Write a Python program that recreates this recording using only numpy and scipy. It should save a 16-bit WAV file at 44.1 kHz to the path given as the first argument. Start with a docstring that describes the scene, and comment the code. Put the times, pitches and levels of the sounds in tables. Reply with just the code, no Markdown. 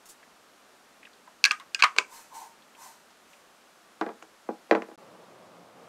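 """In a small bedroom a perfume atomiser gives one short puff of hissing mist. Its plastic cap rattles onto the
neck, slides down and snaps home with a thud. Soft swishes follow, among faint ticks: palm wipes on the bottle,
the last one faint. Then the bottle and other things knock on a wooden dressing table and set its top ringing.
Just before five seconds the scene cuts to the low, steady rumble inside a moving car."""
import sys
import numpy as np
from scipy import signal
from scipy.fft import rfft, irfft, next_fast_len
from scipy.io import wavfile

SR = 44100
rng = np.random.default_rng(int(sys.argv[2]) if len(sys.argv) > 2 else 0)


def put_to_file(sound):
    """Save the sound as 16-bit audio at rate SR, in the file named by the first command-line argument."""
    columns = np.atleast_2d(sound).T  # one column per channel
    safe = np.clip(columns, -1, 1)
    whole_steps = np.round(safe * 32767)
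    wavfile.write(sys.argv[1], SR, whole_steps.astype(np.int16))


N = 259308
TIME = np.arange(N) / SR
RING = TIME[:SR // 2]  # time axis of one hit and its tail


def undb(db):
    """Decibels to gain."""
    return 10 ** (np.asarray(db) / 20)


def unit(x):
    """Scale to rms 1."""
    return x / np.sqrt(np.mean(x ** 2))


def add(track, s, sound):
    """Mix a sound into a track at time s."""
    start = int(s * SR)
    track[start:start + len(sound)] += sound[:N - start]


def high_pass(x, hz, order=2):
    """Roll off the lows."""
    return signal.sosfilt(signal.butter(order, hz, "high", fs=SR, output="sos"), x)


def low_pass(x, hz, order=1):
    """Roll off the highs."""
    return signal.sosfilt(signal.butter(order, min(hz, SR / 3), fs=SR, output="sos"), x)


def shaped(x, gain):
    """Filter by a gain that is a function of frequency."""
    size = next_fast_len(len(x))
    return irfft(rfft(x, size) * gain(np.fft.rfftfreq(size, 1 / SR) + 1), size)[:len(x)]


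def coloured(x, points, size=4096):
    """Minimum-phase EQ through (frequency [Hz], level [dB]) points, keeping the energy."""
    hz, db = np.transpose(points)
    gain = undb(np.interp(np.log(np.fft.rfftfreq(size, 1 / SR) + 1), np.log(hz), db))
    cepstrum = irfft(np.log(gain))[:size // 2]
    response = irfft(np.exp(2 * rfft(cepstrum, size)))
    return np.std(x) * unit(signal.fftconvolve(x, response)[:len(x)])


def resonate(x, hz, q):
    """Pass a sound through one steep-sided resonance, keeping its energy."""
    b, a = signal.iirpeak(hz, max(q, hz / 8000), fs=SR)
    return np.std(x) * unit(signal.lfilter(b, a, signal.lfilter(b, a, x)))


def noise(points):
    """Steady noise of rms 1 with the given EQ curve."""
    return coloured(rng.standard_normal(N), points)


def resonant_noise(hz, q):
    """Steady noise of rms 1 in one resonance."""
    return resonate(rng.standard_normal(N), hz, q)


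def wander(hz, size=N):
    """Smooth random modulation of rms 1, rolled off above hz."""
    return unit(shaped(rng.standard_normal(size), lambda f: 1 / (1 + (f / hz) ** 4)))


def fade(t60):
    """Exponential decay, 60 dB down after t60 seconds."""
    return np.exp(-np.log(1000) * RING / t60)


def mode(hz, t60):
    """One struck resonance."""
    return np.sin(2 * np.pi * hz * RING) * fade(t60)


def burst(points, envelope):
    """Many small resonances struck together: coloured noise under an envelope."""
    return coloured(rng.standard_normal(len(RING)), points) * envelope


# room tone EQ: (frequency [Hz], level [dB])
ROOM_TONE_EQ = [(15, -61), (25, -19.5), (84, -16), (117, -21), (141, -11.5), (229, -2.5), (309, -4.5),
                (754, -2), (818, -4), (887, -4.5), (1290, -3), (2110, -9.5), (7510, -16.5), (13600, -24.5),
                (16000, -35)]
def room_tone(db=-58):
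    """A faint, steady bed of bedroom air."""
    return undb(db) * noise(ROOM_TONE_EQ)


# rumble EQ inside the car: (frequency [Hz], level [dB])
RUMBLE_EQ = [(15, -62), (25, -44), (76, -28), (117, -9.5), (175, -10.5), (223, -6.5), (309, -7.5),
             (503, -1), (1070, -9), (1160, -7), (1650, -16), (3620, -22), (7510, -28), (12900, -34.5),
             (16000, -44)]
def cabin(rumble_db=-52.5, boom_hz=177.4, boom_db=-66, sway_db=.3):
    """Road and engine rumble through the car body and boom in the cabin, swaying with the road."""
    sway = undb(sway_db * wander(hz=6))
    rumble = undb(rumble_db) * noise(RUMBLE_EQ)
    boom = undb(boom_db) * resonant_noise(boom_hz, q=12)
    return (rumble + boom) * sway


# bedroom reverb: (frequency [Hz], decay t60 [s], level [dB])
REVERB_BANDS = [(250, 0.27, 1.5), (1498, 0.23, 2.5), (4000, 0.12, -3), (7950, 0.28, 0.5),
                (14000, 0.14, -3.5)]
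def bedroom(x, wet_db, first_echo_s=0.0011):
    """Add a short diffuse tail, built in octave bands; bedding and curtains soak it up."""
    hz, t60, db = np.transpose(REVERB_BANDS)
    white, tail = rng.standard_normal(len(RING)), 0
    for centre in 125 * 2 ** np.arange(8):
        band = shaped(white, lambda f: np.clip(1 - np.abs(np.log2(f / centre)), 0, 1))
        band_t60, band_db = (np.interp(np.log(centre), np.log(hz), column) for column in (t60, db))
        tail += undb(band_db) * band * fade(band_t60)
    tail *= np.clip(RING / first_echo_s - .5, 0, 1)
    return x + undb(wet_db) * signal.fftconvolve(x, tail / np.linalg.norm(tail))[:N]


def nearby_echoes(x, echo_db=-9, count=8, latest_s=.02):
    """Early reflections off body, walls and ceiling comb-filter a hiss."""
    lags = (SR * rng.uniform(.001, latest_s, count)).astype(int)
    echoes = sum(np.pad(x, (lag, 0))[:N] for lag in lags)
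    return (x + undb(echo_db) * echoes) / np.sqrt(1 + count * undb(echo_db) ** 2)


# tick cues: (time [s], level [dB], centre [Hz])
TICK_CUES = [(0.228, -47, 1840), (1.029, -44.5, 2230), (1.051, -42, 2450), (1.068, -45.5, 1670),
             (1.131, -53.5, 4080), (1.275, -42.5, 1000), (2.621, -54, 3590), (2.749, -50, 2600),
             (3.103, -58, 5000), (3.332, -49.5, 2480), (4.224, -51, 6500)]
def ticks(t60=0.045, q=2.3, attack_s=0.00076):
    """Fingers and a bracelet touch the bottle in small, damped ticks."""
    out = np.zeros(N)
    for s, db, hz in TICK_CUES:
        touch = rng.standard_normal(len(RING)) * fade(t60) * (1 - np.exp(-RING / attack_s))
        add(out, s, undb(db) * resonate(touch, hz, q))
    return out


# EQ of the rubbing hiss: (frequency [Hz], level [dB])
SWISH_EQ = [(300, -11), (1000, 2.5), (2400, 0), (3300, -7), (4300, -2), (5100, -3), (6000, 0.5), (6700, 0),
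            (7800, 0.5), (10000, -4), (15500, -18.5)]
# whistles in that hiss: (centre [Hz], width [Hz], level [dB])
SWISH_WHISTLES = [(4180, 150, -19), (6040, 220, -13.5), (9500, 150, -17), (11400, 150, -17.5),
                  (14000, 1500, -14.5)]
# five palm wipes, the last one faint: (peak time [s], release [s], hiss level [dB], hollow level [dB])
SWISH_CUES = [(2.145, 0.058, -49, -55), (2.354, 0.025, -48.5, -39), (2.410, 0.044, -53.5, -42.5),
              (2.828, 0.061, -50, -50), (3.310, .062, -64, -81)]
def swishes(lowest_hz=890, sag_hz_per_db=2.5, hollow_lead_s=0.013, flutter_db=2.5, attack_share=0.42):
    """Soft hisses: a palm wipes the glass, its cupped hollow fluttering; the last wipe is faint."""
    def swell(s, release):
        width = np.where(TIME < s, attack_share * release, release)
        return 1 / np.cosh(np.clip((TIME - s) / width, -30, 30))
    hiss = undb(-1) * noise(SWISH_EQ)
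    hiss += sum(undb(db) * resonant_noise(hz, hz / width) for hz, width, db in SWISH_WHISTLES)
    out, tightest_db = np.zeros(N), max(row[-1] for row in SWISH_CUES)
    for s, release, hiss_db, hollow_db in SWISH_CUES:
        # the tighter the hand cups, the louder and lower its hollow sounds
        hollow_hz = lowest_hz + sag_hz_per_db * (tightest_db - hollow_db)
        hollow = unit(resonant_noise(hollow_hz, q=6.2) * undb(flutter_db * wander(hz=50)))
        out += undb(hiss_db) * hiss * swell(s, release)
        out += undb(hollow_db) * hollow * swell(s - hollow_lead_s, release)
    return out


# airy EQ of the mist: (frequency [Hz], level [dB])
MIST_EQ = [(1000, -9), (3000, -9), (5000, -3), (7500, 1), (11000, -1.5), (15500, -14)]
# two spurts in one press: (time [s], level [dB], attack [s], hold [s])
SPURT_CUES = [(0.054, -50, .002, .002), (.085, -49, .006, 0.0094)]
def atomiser(release_t60=0.12):
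    """Mist hisses through the nozzle; each spurt tails off as the pressure behind it dies away."""
    flow = np.zeros(N)
    for s, db, attack_s, hold_s in SPURT_CUES:
        attack = np.minimum(1, RING / attack_s)
        release = np.minimum(1, fade(release_t60) * undb(60 * (attack_s + hold_s) / release_t60))
        add(flow, s, undb(db) * attack * release)
    return noise(MIST_EQ) * flow


# ring of the table top: (frequency [Hz], level [dB], decay t60 [s])
WOOD_MODES = [(200.7, -19, 0.15), (237.4, -18.5, .11), (322.4, -6.5, 0.088), (377, -11, 0.07),
              (452, -9.5, 0.1), (499, -16, 0.063), (590, -22.5, 0.078), (621, -11, 0.05),
              (688, -15.5, 0.14), (826, -16.5, 0.19), (960, -15.5, 0.11), (1034, -12.5, 0.063),
              (1192, -14, 0.062), (1330, -29, 0.052), (1482, -16, 0.024), (2010, -9.5, 0.022),
              (2392, -17.5, 0.053)]
# dense small resonances of the table and what stands on it: (frequency [Hz], level [dB])
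CLATTER_EQ = [(100, -49), (220, 5.5), (500, 5), (1100, -2), (1700, -4), (2400, -16), (3200, -17.5),
              (6000, -16), (16000, -56)]
# click of first contact: (frequency [Hz], level [dB])
CLICK_EQ = [(200, -0.5), (1000, 8), (2400, 2.5), (3500, -7.5), (6000, -18), (9000, -31), (16000, -53)]
# knock cues: (time [s], level [dB], low-pass corner [Hz])
KNOCK_CUES = [(4.0120, -17.5, 2150), (4.0637, -25.5, 1650), (4.0900, -29, 1750), (4.2246, -41, 3120),
              (4.4890, -20, 930), (4.695, -40.5, 890), (4.7113, -9.5, 2220), (4.72, -14.5, 1400),
              (4.7503, -17, 1820), (4.757, -24.5, 1950), (4.7700, -24, 950), (4.821, -31.5, 2700),
              (4.8860, -39, 1300), (4.9140, -41, 1650)]
def dressing_table(clatter_db=-7, hard_hz=1950, click_db_per_octave=15.5, low_cut_share=0.078):
    """Knocks on the wooden top; a softer contact is duller, a harder one clicks and has less bass."""
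    out = np.zeros(N)
    for s, db, corner_hz in KNOCK_CUES:
        spot = undb(rng.standard_normal(len(WOOD_MODES)))  # each spot favours other modes
        wood = sum((-1) ** (k // 3) * spot[k] * undb(mode_db) * mode(hz, t60)
                   for k, (hz, mode_db, t60) in enumerate(WOOD_MODES))
        clatter = undb(clatter_db) * burst(CLATTER_EQ, fade(t60=.12))
        body = low_pass(wood + clatter, corner_hz, order=2)
        body = high_pass(body, low_cut_share * corner_hz, order=1)
        click_db = -4 + click_db_per_octave * np.log2(corner_hz / hard_hz)
        click = undb(click_db) * burst(CLICK_EQ, fade(t60=0.013))
        add(out, s, undb(db) * (body + click))
    return high_pass(out, hz=195, order=8)


# EQ of the filled bottle, damped by the hand: (frequency [Hz], level [dB])
BOTTLE_EQ = [(150, -29.5), (330, -1), (480, 4), (750, -7.5), (1100, 6), (1700, -8.5), (2600, -2),
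             (3500, -12), (7000, -16), (14000, -41)]
def thud(db, tail_db=-16):
    """A blow passes into the filled bottle and the hand: a quick punch and a quieter tail."""
    envelope = .5 * fade(t60=0.0066) + undb(tail_db) * fade(t60=0.097)
    return undb(db) * burst(BOTTLE_EQ, envelope)


def cavity(db, hz, t60=0.13, gap_loss=7, glide=0.043, glide_s=0.015, rattle_db=-6):
    """The air under the cap rings and bends up in pitch as the cap slides down."""
    wobble = 0.024 * wander(hz=70, size=len(RING))  # the loose cap rocks, opening and closing the gap
    pitch = hz * (1 - glide * np.exp(-RING / glide_s) + wobble)
    tone = np.sin(2 * np.pi * np.cumsum(pitch) / SR)
    rattle = undb(rattle_db) * resonate(rng.standard_normal(len(RING)), hz=1550, q=1)
    # strong swings lose energy faster in the gap
    envelope = undb(db) * fade(t60) / (1 + gap_loss * undb(db) * (1 - fade(t60)))
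    return high_pass((tone + rattle) * envelope, hz=700)


# ring of the plastic shell: (frequency [Hz], level [dB], decay t60 before damping [s])
SHELL_MODES = [(1510, -22.5, 0.038), (1643, -16, 0.032), (2304, -5.5, 0.032), (2570, -1.5, 0.016),
               (2725, -6, 0.023), (3167, -12, 0.013), (4243, -3, 0.009), (4718, -12, 0.026),
               (5260, -17.5, 0.014), (6070, -14, 0.013), (6830, -15.5, 0.0065), (7470, -22.5, 0.0093),
               (10750, -35.5, 0.0094)]
# scrape of the cap on the neck: (frequency [Hz], level [dB])
SCRAPE_EQ = [(200, -31), (700, -27), (1200, -10), (2500, -2.5), (3600, -1), (5000, -1.5), (8000, -6.5),
             (10000, -17), (16000, -27.5)]
def clack(db, tilt_db, pitch, ring_share=.78, scrape_db=-11.5, scrape_growth=0.74):
    """One contact rings and scrapes the hand-damped shell; lighter touches lean towards scrape."""
    def tilt(hz):
        return tilt_db * np.log2(hz / 2500)
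    detune = pitch * (1 + 0.0055 * rng.standard_normal(len(SHELL_MODES)))  # the grip varies per hit
    shell = sum((-1) ** k * undb(mode_db + tilt(hz)) * mode(hz * detune[k], t60 * ring_share)
                for k, (hz, mode_db, t60) in enumerate(SHELL_MODES))
    scrape = burst([(hz, level + tilt(hz)) for hz, level in SCRAPE_EQ], fade(t60=0.013))
    return undb(db) * shell + undb(scrape_db + scrape_growth * db) * scrape


# the loose cap against the neck:
# (time [s], level [dB], tilt [dB/octave], shell pitch [ratio], cavity pitch [Hz], cavity level [dB])
RATTLE_CUES = [(1.4403, -1, 4.5, 1.02, 1133, -31.5), (1.4516, -7.5, 8, 0.92, 1677, -19.5),
               (1.4573, -11.5, 7.5, 0.99, 1623, -25.5), (1.5095, -8.5, -5.5, 1.017, 1237, -21.5),
               (1.5156, -25, 10.5, 1.25, 1550, -28.5), (1.5988, -38, 4.5, 0.86, 1103, -39.5),
               (1.7464, -12.5, 3.5, 1.08, 1625, -35), (1.823, -1, -2.5, .99, 1121, -21),
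               (1.8362, -8, -2, 1.09, 1143, -6.5), (1.8404, -6, 0.5, .93, 1273, -9.5)]
# the cap over its retaining ridge: (time [s], level [dB], tilt [dB/octave], thud level [dB])
SNAP_CUES = [(1.9636, -33, -3, -22.5), (1.9804, -25, 2, -39), (1.9844, 1, -2.5, -8)]
def cap(loose_thud_db=-33, attack_s=0.00054, slide_at_s=1.7915, slide_length_s=0.018, slips_per_s=330):
    """The cap clacks loosely on the neck, sticks and slips down it, and snaps home with a thud."""
    out, attack = np.zeros(N), 1 - np.exp(-RING / attack_s)
    for s, db, tilt_db, pitch, cavity_hz, cavity_db in RATTLE_CUES:
        hit = clack(db, tilt_db, pitch) + cavity(cavity_db, cavity_hz) + thud(db + loose_thud_db)
        add(out, s, attack * hit)
    for s, db, tilt_db, thud_db in SNAP_CUES:
        snap = clack(db, tilt_db, pitch=0.99, ring_share=0.49)  # the ridge chokes the ring
        add(out, s, attack * (snap + thud(thud_db)))
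    slip = attack * (clack(db=-28, tilt_db=0, pitch=0.92) + cavity(db=-35, hz=1500))
    for s in np.arange(0, slide_length_s, 1 / slips_per_s):
        force = .5 + .5 * np.sin(np.pi * s / slide_length_s)
        jitter_s = .15 * rng.standard_normal() / slips_per_s
        add(out, slide_at_s + s + jitter_s, force * slip)
    return low_pass(high_pass(out, hz=240, order=3), hz=12000)


def scene(room_ends_s=4.958, car_starts_s=4.977):
    """The bedroom, a blink of silence, then a hard cut to the car."""
    hisses = bedroom(nearby_echoes(atomiser() + swishes()), wet_db=-18.5)
    clicks = bedroom(cap() + ticks(), wet_db=-17)
    knocks = bedroom(dressing_table(), wet_db=-16.5)
    indoors = hisses + clicks + knocks + room_tone()
    return (indoors * (TIME < room_ends_s) + cabin() * (TIME > car_starts_s))[None]


def record(dry, ceiling=1.2, top_hz=15700):
    """A small microphone soft-clips the loudest peaks and cuts the top end."""
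    rounded = ceiling * np.tanh(dry / ceiling)
    return signal.sosfilt(signal.ellip(10, .2, 70, top_hz, fs=SR, output="sos"), rounded)


dry = scene()
out = record(dry)
put_to_file(out)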